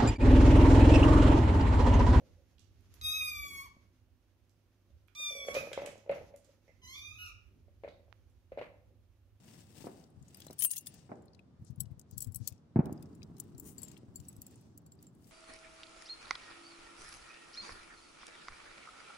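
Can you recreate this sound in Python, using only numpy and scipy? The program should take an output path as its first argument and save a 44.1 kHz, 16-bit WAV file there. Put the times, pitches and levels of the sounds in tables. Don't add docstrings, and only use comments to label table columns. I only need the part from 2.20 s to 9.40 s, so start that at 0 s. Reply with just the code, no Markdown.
import sys
import numpy as np
from scipy import signal
from scipy.fft import rfft, irfft, next_fast_len
from scipy.io import wavfile
from scipy.ndimage import uniform_filter1d, map_coordinates

SR = 44100
rng = np.random.default_rng(int(sys.argv[2]) if len(sys.argv) > 2 else 0)


def amplitude_ratio(level_db):
    exponent = np.asarray(level_db, float) / 20
    return 10 ** exponent


def transcribe(u):
    v = np.clip(np.atleast_2d(u).T, -1, 1)
    q = np.round(v * 32767).astype(np.int16)
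    wavfile.write(sys.argv[1], SR, q)


N = 317512

# t/s, pitch/Hz, effort/dB, mouth opening/0-1
FIRST_MEW = [(.812, 1270, -51, .95), (.845, 1241, -36.5, 0.94), (.872, 1245, -34, 0.92),
             (.965, 1267, -36.5, 0.7), (1.03, 1234, -37.5, .55), (1.088, 1232, -36.5, 0.43),
             (1.118, 1195, -44.5, 0.56), (1.2, 1162, -43, 0.46), (1.3, 1126, -47, 0.44)]
FIRST_MEW_CLOSING = [
    (1.41, 1097, -46, .37),
    (1.45, 1170, -57, .25),
    (1.466, 980, -59, .03),
    (1.488, 860, -70, 0),
]
SECOND_MEW = [(2.952, 1179, -54.5, 1), (2.994, 1221, -44, 0.7), (3.04, 1202, -40.5, 0.8),
              (3.079, 1198, -40, 0.75), (3.139, 1163, -47.5, 0.71), (3.2, 1145, -48, 0.7),
              (3.26, 1128, -49, 0.58), (3.315, 1116, -45.5, 0.45), (3.342, 1150, -50, 0.45)]
DISTANT_MEW = [(4.617, 1041, -72, 0.67), (4.64, 990.3, -57, 0.85), (4.725, 1069, -54, 0.94),
               (4.76, 1166, -52.5, 0.77), (4.8, 1190, -53, 0.68), (4.9, 1224, -57, 0.61),
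               (4.97, 1289, -61, 0.5), (5.03, 1283, -52.5, 0.44), (5.095, 1150, -70, 0.32)]
CHIRP = [(4.984, 1456, -60, 0.52), (5.001, 1447, -56, 0.52), (5.04, 1431, -52.5, 0.5),
         (5.064, 1400, -53, 0.42), (5.08, 1330, -54, 0.4), (5.095, 1190, -57, .4), (5.12, 1150, -75, 0.3)]
EARLY_CHIRP = [
    (3.345, 1170, -48, .38),
    (3.365, 1225, -43, .38),
    (3.39, 1232, -44, .38),
    (3.42, 1195, -50, .38),
    (3.46, 1150, -62, .38),
]
# f/Hz, level/dB
FIRST_MOUTH = [(2530, -47), (4300, -8), (5080, -7), (5660, -17.5), (6130, -7), (7900, -15), (8610, -17.5),
               (10200, -15.5), (12400, -7), (15600, -23.5)]
SECOND_MOUTH = [(2470, -62), (4200, -26), (4820, -8), (5200, -18), (5680, -4), (6100, -4), (7670, -23.5),
                (8470, -12), (8950, -16.5), (15600, -24)]
DISTANT_MOUTH = [(3900, -3), (4600, 6.5), (5300, -2), (6100, 6.5), (7200, -6), (8000, -16), (9500, -18),
                 (11500, -4), (13000, -8), (15000, -28)]
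CHIRP_MOUTH = [(4000, -20), (5700, 0), (7200, -18), (9500, -20), (11500, -8), (13000, -18), (15600, -30)]
# left lag/ms, left-right low/dB, left-right high/dB
SEATS = [
    (0.3367, -0.5, 1.5),
    (-.25, -8.5, 3),
    (-.2, -4.5, -3),
    (-0.272, -0.5, -0.5),
    (-0.26, -5.5, -4),
]
# room/dB, breath/dB, pitch jitter/share, rasp/share
VOICES = [
    (-9, -30.5, .0024, .002),
    (-10, -30, .0024, .0015),
    (-2, -25, .007, .004),
    (-4, -26, .004, .002),
    (-8, -22, .016, .01),
]
# fundamental shut/dB, open/dB, least 2nd partial/dB, upper partials shut/dB, open/dB
BUILDS = [
    (0, -27, -17.5, -6.5, -10.5),
    (-14, -27, -5, -11, -7),
    (-25, -17.5, -5.5, -24, -1.5),
    (-14, -24, -10.5, -10, -8),
    (-35, -36, -1.5, -30, -30),
]
# f/Hz, density/dB per Hz
BREATH = [(500, -30), (1100, -13), (1900, -22), (3000, -13), (4500, -12), (6500, -1), (8000, -12),
          (10000, -5), (12500, 0), (15500, -20)]
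HEAD_SHADE_HZ = 3000


def mews(out):
    contours = (FIRST_MEW + FIRST_MEW_CLOSING, SECOND_MEW, DISTANT_MEW, CHIRP, EARLY_CHIRP)
    mouths = (FIRST_MOUTH, SECOND_MOUTH, DISTANT_MOUTH, CHIRP_MOUTH, CHIRP_MOUTH)
    for contour, mouth, seat, manner, build in zip(contours, mouths, SEATS, VOICES, BUILDS):
        lag_ms, pan_db, high_pan_db = seat
        room_db, breath_db, jitter, rasp = manner
        s, *columns = np.transpose(contour)
        t = np.arange(s[0], s[-1], 1 / SR)
        pitch, effort_db, opening = [np.interp(t, s, column) for column in columns]
        unsteady = 1 + jitter * wobble(44.96, size=len(t)) + rasp * wobble(240, size=len(t))
        pitch = uniform_filter1d(pitch, size=300) * unsteady

        k = np.arange(1, 15)[:, None]
        gain = partial_gains(k, t - s[0], pitch, effort_db, opening, mouth, build)
        cycles = np.cumsum(pitch) / SR
        voice = np.sum(gain * np.sin(2 * np.pi * (k * cycles + rng.random(k.shape))), axis=0)
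        air = unit(filtered(rng.standard_normal(len(t)), lambda hz: amplitude_ratio(along(BREATH, hz))))
        loudness = uniform_filter1d(np.linalg.norm(gain, axis=0), 2000)
        voice += amplitude_ratio(breath_db) * loudness * air
        voice *= np.clip(np.minimum(t - s[0], (s[-1] - t) / 4) / 0.0009, 0, 1)

        def to_ports(hz):
            shade_db = np.where(hz < HEAD_SHADE_HZ, pan_db, high_pan_db)
            return lagging(hz, lag_ms) * amplitude_ratio(np.outer([.5, -.5], shade_db))

        add(out, filtered(voice, to_ports), s[0], room_db)


SHUT_HZ, OPEN_HZ, MOUTH_WIDTH_HZ = 1000, 4200, 660
ONSET_FIRST_DB, ONSET_S = 16.5, .04
FLICKER_DB, STEADY_DB = 2.5, 10
FOURTH_DB = -8.5


def partial_gains(k, age_s, pitch, effort_db, opening, mouth, build):
    shut_db, open_db, second_db, dull_db, bright_db = build
    size = len(age_s)
    centre_hz = SHUT_HZ + (OPEN_HZ - SHUT_HZ) * opening
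    low = 1 / (1 + ((k[:4] * pitch - centre_hz) / MOUTH_WIDTH_HZ) ** 2)
    low = low / np.linalg.norm(low, axis=0)
    first_db = shut_db + (open_db - shut_db) * opening + ONSET_FIRST_DB * np.exp(-age_s / ONSET_S)
    low[:2] = np.hypot(low[:2], amplitude_ratio([first_db, second_db + 0 * age_s]))
    slack = np.clip((effort_db.max() - effort_db) / STEADY_DB, .15, 1)
    flicker = np.array([wobble(38, size=size) for _ in low]) ** 2
    low *= amplitude_ratio(-FLICKER_DB * slack * flicker)

    upper = amplitude_ratio(along(mouth, k[3:] * pitch) + [2.6 * wobble(28, size=size) for _ in k[3:]])
    upper *= amplitude_ratio(dull_db + (bright_db - dull_db) * opening) / np.linalg.norm(upper, axis=0)
    upper[0] = np.hypot(upper[0], amplitude_ratio(FOURTH_DB) * low[3])

    gain = np.sqrt(2) * amplitude_ratio(effort_db) * np.vstack([low[:3], upper]) * (k * pitch < 15600)
    shimmer = np.array([wobble(120, size=size) for _ in k])
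    return gain * (1 + (0.11 + 0.012 * k) * shimmer)


# t/s, peak/dB, bright rattle/dB, rise/ms
KNOCKS = [(2.999, -55, -5.5, 2.7), (3.105, -47.5, -13, 6.3), (3.125, -50, -18, 6), (3.15, -44, -18.5, 5.8),
          (3.168, -46, -18, 6), (3.19, -48, -18, 6), (3.213, -48, -18, 6), (3.23, -50, -18, 6),
          (3.248, -45.5, -8, 3.7), (3.268, -42.5, -18, 6.2), (3.284, -27, -10.5, 3.2), (3.339, -41, -11, 5),
          (3.349, -30, -8, 4), (3.359, -34, -14, 4.2), (3.366, -25, -13, 4), (3.409, -38.5, -20, 5.2),
          (3.433, -35.5, -25, 5.5), (3.472, -36, -21, 2), (3.516, -37, -8, 1.14), (3.532, -40, -15, 2),
          (3.576, -25, -14, 0.98), (3.589, -36, -9.5, 2.1), (3.619, -30.5, -14, 1.2),
          (3.633, -44, -14.5, 1.7), (3.648, -40, -16, 2.2), (3.655, -39.5, -12, 2.1),
          (3.671, -36.5, -9.5, 3.8), (3.688, -43.5, -8, 2), (3.756, -44.5, -23, 1.5), (3.862, -47, -15, 3),
          (3.876, -46, -16, 3.3), (3.894, -22.5, -15, 6), (3.914, -32, -7, 4.8), (3.958, -39.5, -14, 4),
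          (3.973, -42, -11, 3.1), (4.01, -45, -18, 5.3), (4.139, -43.5, -16.5, 6), (4.29, -58.5, -21, 5.9),
          (5.636, -36, -13.5, 1.66), (5.645, -34.5, -14.5, 3.7), (5.677, -37.5, -11, 1.34),
          (6.319, -37.5, -15.5, 2.9), (6.374, -30.5, -11.5, 2.2), (6.385, -32.5, -17, 1.5),
          (6.413, -31.5, -9, 1.2), (6.421, -37, -25, 2.1)]
# t/s, hollow ring/dB, floor thud over it/dB
PAWS = [(1.244, -61.5, -8), (1.567, -64.5, 14.5), (1.653, -74.5, 19.5), (2.703, -68.5, 11.5),
        (4.479, -58, -20), (4.492, -56, -20), (5.481, -58, -5), (5.794, -54, -12), (5.88, -57, -12),
        (6.542, -60, -17), (6.705, -63.5, -7.5)]
# f/Hz, level/dB, t60/s
HOLLOW = [(505, -4, .045), (562, 1, .06), (615, -4, .04), (700, -14, .035), (790, -17, .035),
          (900, -22, .025)]
KNOCK_THUD_DB = -20.5
PAW_BRIGHT_DB, PAW_RISE_MS = -17, 3.2
SCATTER_DB, DETUNE_SHARE = 2.5, .02
CRACK_T60_S, RATTLE_T60_S, RATTLE_GRAIN_DB, THUD_T60_S = 0.0068, 0.21, 3.5, 0.023
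OUTER_RING_S, OUTER_RING_HZ, OUTER_RING_DB = 3.5, 650, 5
CAMERA_SWING_S, LAG_BEFORE_MS, LAG_AFTER_MS = 5, .14, -.12
TRACK_ROOM_DB = -10


def knocks(out):
    t = np.arange(SR // 8) / SR
    blows = [(*row, KNOCK_THUD_DB) for row in KNOCKS]
    blows += [(s, db, PAW_BRIGHT_DB, PAW_RISE_MS, thud_db) for s, db, thud_db in PAWS]
    for s, db, bright_db, rise_ms, thud_db in blows:
        ring = np.zeros(len(t))
        for hz, level_db, t60_s in HOLLOW:
            outer_db = OUTER_RING_DB * (s > OUTER_RING_S and hz > OUTER_RING_HZ)
            mode_db = level_db + outer_db + rng.normal(0, SCATTER_DB)
            mode_hz = hz * rng.normal(1, DETUNE_SHARE)
            ring += amplitude_ratio(mode_db - 60 * t / t60_s) * np.sin(2 * np.pi * mode_hz * t)
        ring *= np.sin(np.pi / 2 * np.clip(1000 * t / rise_ms, 0, 1)) ** 2

        grain_db = RATTLE_GRAIN_DB * wobble(167, size=len(t))
        rattle = amplitude_ratio(-60 * t / RATTLE_T60_S + grain_db) + amplitude_ratio(-60 * t / CRACK_T60_S)
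        rattle = filtered(rattle * rng.standard_normal((2, len(t))), shell)
        thud = amplitude_ratio(-60 * t / THUD_T60_S) * np.sin(2 * np.pi * rng.uniform(210, 215) * t)

        blow = ring / abs(ring).max() + amplitude_ratio(bright_db) * rattle / abs(rattle).max() + amplitude_ratio(thud_db) * thud
        lag_ms = LAG_AFTER_MS if s > CAMERA_SWING_S else LAG_BEFORE_MS
        blow = filtered(blow, lambda hz: lagging(hz, lag_ms))
        add(out, amplitude_ratio(db) * blow, s, TRACK_ROOM_DB)


# f/Hz, width/Hz, level/dB
SHELL = [(1270, 540, -3), (1860, 127, 1), (2002, 250, 1.5), (2500, 776, -3), (4200, 670, -15.5),
         (6500, 1400, -59)]


def shell(f):
    return sum((-1) ** k * amplitude_ratio(db) * bandpass(f, hz, width_hz) for k, (hz, width_hz, db) in enumerate(SHELL))


# t/s, peak/dB, f/Hz, t60/s
LIP_SMACKS = [(.7407, -55, 12340, 0.06), (0.74, -50, 4530, 0.013), (0.813, -43, 4200, .022),
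              (2.8765, -66, 12600, 0.024), (2.8827, -55.5, 1910, 0.02), (2.95, -49, 4450, 0.032),
              (5.0618, -54, 12000, 0.028), (5.063, -52, 4130, 0.026)]
CLAW_TICKS = [(0.3822, -61, 2900, 0.034), (.394, -57.5, 5200, 0.027), (0.6079, -64.5, 10900, 0.011),
              (2.2952, -64, 4900, 0.0094), (2.7044, -74.5, 3560, 0.018), (4.161, -53, 7500, 0.016),
              (4.2453, -62.5, 6100, 0.033), (4.4789, -64.5, 2060, .11), (4.4794, -72.5, 5880, 0.073),
              (5.27, -74, 12600, 0.017), (6.098, -75, 8400, 0.021)]
BALL_TICKS = [(3.343, -37.5, 5660, 0.032), (3.35, -37.5, 2580, 0.03), (3.5307, -30, 2580, 0.021),
              (3.53, -43, 6500, 0.043), (3.66, -40, 7330, 0.03), (3.661, -41, 2500, 0.032),
              (3.718, -53, 6500, .025), (3.778, -59, 6500, 0.04), (3.9138, -54.5, 8000, 0.022),
              (5.686, -57.5, 3870, 0.053)]
# left-right/dB, room/dB
TICK_PLACES = [
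    (-8.5, -3.5),
    (-11.5, 0.5),
    (-6.5, -2),
]
WIDEST = 1.6


def ticks(out):
    t = np.arange(SR // 10) / SR
    kinds = zip((LIP_SMACKS, CLAW_TICKS, BALL_TICKS), TICK_PLACES)
    contacts = [(*row, *place) for rows, place in kinds for row in rows]
    for s, db, centre_hz, t60_s, pan_db, room_db in contacts:
        noise = rng.standard_normal(len(t)) + 0.92 * rng.standard_normal((2, len(t)))
        burst = amplitude_ratio(-60 * t / t60_s) * noise
        width_hz = centre_hz * min((.02 / t60_s) ** 0.94, WIDEST)
        burst = filtered(burst, lambda f: bandpass(f, centre_hz, width_hz) ** 2)
        port_db = db + np.array([[pan_db / 2], [-pan_db / 2]])
        add(out, amplitude_ratio(port_db) * burst / abs(burst).max(), s, room_db)


FINGER_S, FINGER_DB, FINGER_HZ, FINGER_WIDTH_HZ, FINGER_PAN_DB = 5.9268, -35, 1200, 1500, -24


def finger(out):
    pulse = np.pad(np.hanning(M=11), (0, 400))
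    tap = filtered(pulse, lambda f: bandpass(f, FINGER_HZ, FINGER_WIDTH_HZ))
    port_db = FINGER_DB + np.array([[FINGER_PAN_DB], [0]])
    add(out, amplitude_ratio(port_db) * tap / tap.max(), FINGER_S, -20)


ROLL_DB, ROLL_T60_S, ROLL_REST_DB = -28.5, 0.84, -89
EARLIER_ROLL = [(0, -64.5 - ROLL_DB)]


def roll():
    power = amplitude_ratio(2 * ROLL_DB) * lingering(KNOCKS + EARLIER_ROLL, ROLL_T60_S, 0.0051)
    rolling = np.sqrt(power + amplitude_ratio(2 * ROLL_REST_DB))
    # f/Hz, density/dB per Hz
    hum_of_hollow = [(250, -40.5), (430, -14), (500, 1), (560, -2), (630, -11), (850, -16), (1100, -26), (1500, -50)]
    return rolling * amplitude_ratio(2.3 * wobble(32)) * rush(hum_of_hollow)


# f/Hz, density/dB per Hz
MURMUR = [(65, -22), (110, -11), (172, -11.5), (388, -14.5), (450, -24.5), (580, -76), (990, -120)]
# t/s, peak/dB
SHUFFLES = [
    (.5, -74),
    (1.3, -64.5),
    (4.65, -71),
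    (5.39, -67.5),
    (6.75, -70.5),
]
SHUFFLE_RISE_S, SHUFFLE_T60_S = 0.25, 0.75
BOOM_DB, BOOM_T60_S = -30.5, 0.67
MURMUR_DB, MURMUR_FOLLOWS = -76, .6


def murmur():
    stir_db = milling_db()
    steady_db = MURMUR_DB + MURMUR_FOLLOWS * (stir_db - stir_db.mean())
    power = amplitude_ratio(2 * BOOM_DB) * lingering(KNOCKS + EARLIER_ROLL, BOOM_T60_S, 0.0032)
    power += amplitude_ratio(2 * steady_db) + lingering(SHUFFLES, SHUFFLE_T60_S, SHUFFLE_RISE_S)
    return np.sqrt(power) * amplitude_ratio(0.6 * wobble(9.7)) * rush(MURMUR)


# f/Hz, density/dB per Hz
FUR = [(900, 1.5), (2200, 2), (4000, -1), (6500, 0.5), (8000, -14.5), (12000, -6.5), (15500, -28)]
# t/s, peak/dB
SCRABBLES = [
    (3.35, -47),
    (3.62, -60.5),
    (3.95, -63),
    (4.25, -76.5),
    (5.72, -96),
    (6.43, -91),
]
SCRABBLE_RISE_S, SCRABBLE_T60_S = 0.025, 0.65


def fur():
    stirring = np.sqrt(lingering(SCRABBLES, SCRABBLE_T60_S, SCRABBLE_RISE_S) + amplitude_ratio(2 * milling_db()))
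    return stirring * amplitude_ratio(2.3 * wobble(32)) * rush(FUR)


# t/s, rustle/dB
MILLING = [(0, -77.5), (.5, -82.5), (.78, -72), (1, -76), (1.4, -68), (1.55, -77.5), (1.9, -88),
           (2.85, -86), (4.55, -82), (5, -82.5), (5.5, -85), (7.2, -89.5)]


def milling_db():
    return np.interp(np.arange(N) / SR, *np.transpose(MILLING))


# t/s, rumble/dB
GRIP = [(0.0, -74), (0.1, -61.5), (0.3, -70), (0.76, -61), (0.84, -54.5), (1.1, -65), (1.22, -53),
        (1.3, -66), (2.59, -79.5), (2.77, -62), (2.87, -78.5), (3.41, -64), (3.89, -78), (3.99, -60),
        (4.23, -81.5), (4.79, -62), (7.16, -70), (7.2, -77)]
# f/Hz, density/dB per Hz
RUMBLE = [(13, -32.5), (28, -14), (54, 4), (75, 7.5), (108, 0.5), (130, -23.5), (170, -45), (290, -120)]
GRIP_DB = 1.5


def hand_rumble():
    level_db = GRIP_DB + np.interp(np.arange(N) / SR, *np.transpose(GRIP))
    shake = amplitude_ratio(-2.5) * rush(RUMBLE)
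    shake = shake + [[0], [amplitude_ratio(-2)]] * rush(RUMBLE)
    return amplitude_ratio(level_db + 2.3 * wobble(26)) * shake


# f/Hz, rms/dB
HUM = [(50, -79), (100, -72.5), (250, -86), (335, -93)]
HUM_SWAY_DB = 3


def mains_hum():
    t = np.arange(N) / SR
    hum = np.zeros(N)
    for hz, db in HUM:
        level = np.sqrt(2) * amplitude_ratio(db + HUM_SWAY_DB * wobble(4.2))
        hum += level * np.sin(2 * np.pi * hz * t + 1.1 * wobble(12))
    return hum


# f/Hz, density/dB per Hz
HISS = [(220, -38), (380, -27), (552, -8), (921, -14.5), (1080, -14.5), (1770, -17), (2030, -19.5),
        (2650, -17.5), (7500, -28.5), (15600, -25.5)]
HISS_DB = -82


def hiss():
    return amplitude_ratio(HISS_DB) * rush(HISS)


def lingering(events, t60_s, rise_s):
    t = np.arange(0, N / SR, .0005)
    power = np.zeros(len(t))
    for s, db, *_ in events:
        age = np.clip(t - s, 0, None)
        swell = np.clip(1 + (t - s) / rise_s, 0, 1) ** 4
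        power += amplitude_ratio(2 * (db - 60 * age / t60_s)) * swell
    return np.interp(np.arange(N) / SR, t, power)


def unit(x):
    return x / np.sqrt(np.mean(x ** 2) + 1e-20)


def along(points, hz):
    f, v = np.transpose(points)
    return np.interp(np.log(hz + 1), np.log(f + 1), v)


def wobble(rate_hz, size=N):
    knots = rng.standard_normal(int(size * rate_hz / SR) + 4)
    return map_coordinates(knots, [np.arange(size) * rate_hz / SR])


def filtered(x, response):
    m = next_fast_len(x.shape[-1] + 8192)
    return irfft(rfft(x, m) * response(np.fft.rfftfreq(m, 1 / SR)), m)[..., :x.shape[-1]]


def bandpass(f, centre_hz, width_hz):
    damping = 1j * f * width_hz
    return damping / (centre_hz ** 2 - f * f + damping)


def lagging(hz, lag_ms):
    return np.exp(np.outer([-1, 1], 1j * np.pi * hz * lag_ms / 1000))


# f/Hz, left-right likeness/0-1
ALIKE = [(60, 0.9), (240, 0.78), (950, 0.58), (3770, 0.091), (15000, 0.091)]


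def spread(pair, gain):
    def mid_side(hz):
        turn = np.arccos(np.clip(along(ALIKE, hz), -1, 1)) / 2
        return gain(hz) * [np.cos(turn), np.sin(turn)]

    mid, side = filtered(pair, mid_side)
    return np.array([mid + side, mid - side])


def rush(spectrum):
    return unit(spread(rng.standard_normal((2, N)), lambda hz: amplitude_ratio(along(spectrum, hz))))


# f/Hz, t60/s
ROOM = [(300, 0.17), (800, 0.53), (2200, 0.46), (5500, 0.44), (12000, 0.18)]


def add(out, sound, s, room_db):
    hz, t, z = signal.stft(rng.standard_normal((2, SR * 2 // 5)), SR, nperseg=256)
    decay = amplitude_ratio(-60 * t / along(ROOM, hz)[:, None])
    tail = signal.istft(z * decay, SR, nperseg=256)[1]
    tail = spread(tail, np.ones_like)
    wet = signal.fftconvolve(sound, tail / np.linalg.norm(tail[0]), axes=1)
    start = round(s * SR)
    echo = start + round(.006 * SR)
    out[:, start:start + sound.shape[1]] += sound
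    out[:, echo:echo + wet.shape[1]] += amplitude_ratio(room_db) * wet


# f/Hz, level/dB
PORT = [(9000, 0.5), (13500, 1.5), (14800, -5), (15700, -11)]
RIGHT_DB = 3


def scene():
    out = np.zeros((2, N + SR))
    for source in (mews, knocks, ticks, finger):
        source(out)
    near = filtered(out[:, :N], lambda hz: amplitude_ratio(along(PORT, hz)))
    background = roll() + murmur() + fur() + hand_rumble() + mains_hum() + hiss()
    return near + background * amplitude_ratio([[-RIGHT_DB / 2], [RIGHT_DB / 2]])


def low_pass(x):
    return signal.sosfilt(signal.butter(12, 15710, fs=SR, output="sos"), x)


def record(dry):
    mix = filtered(dry, lambda hz: hz < 15700)
    return low_pass(mix)


dry = scene()
out = record(dry)
transcribe(out)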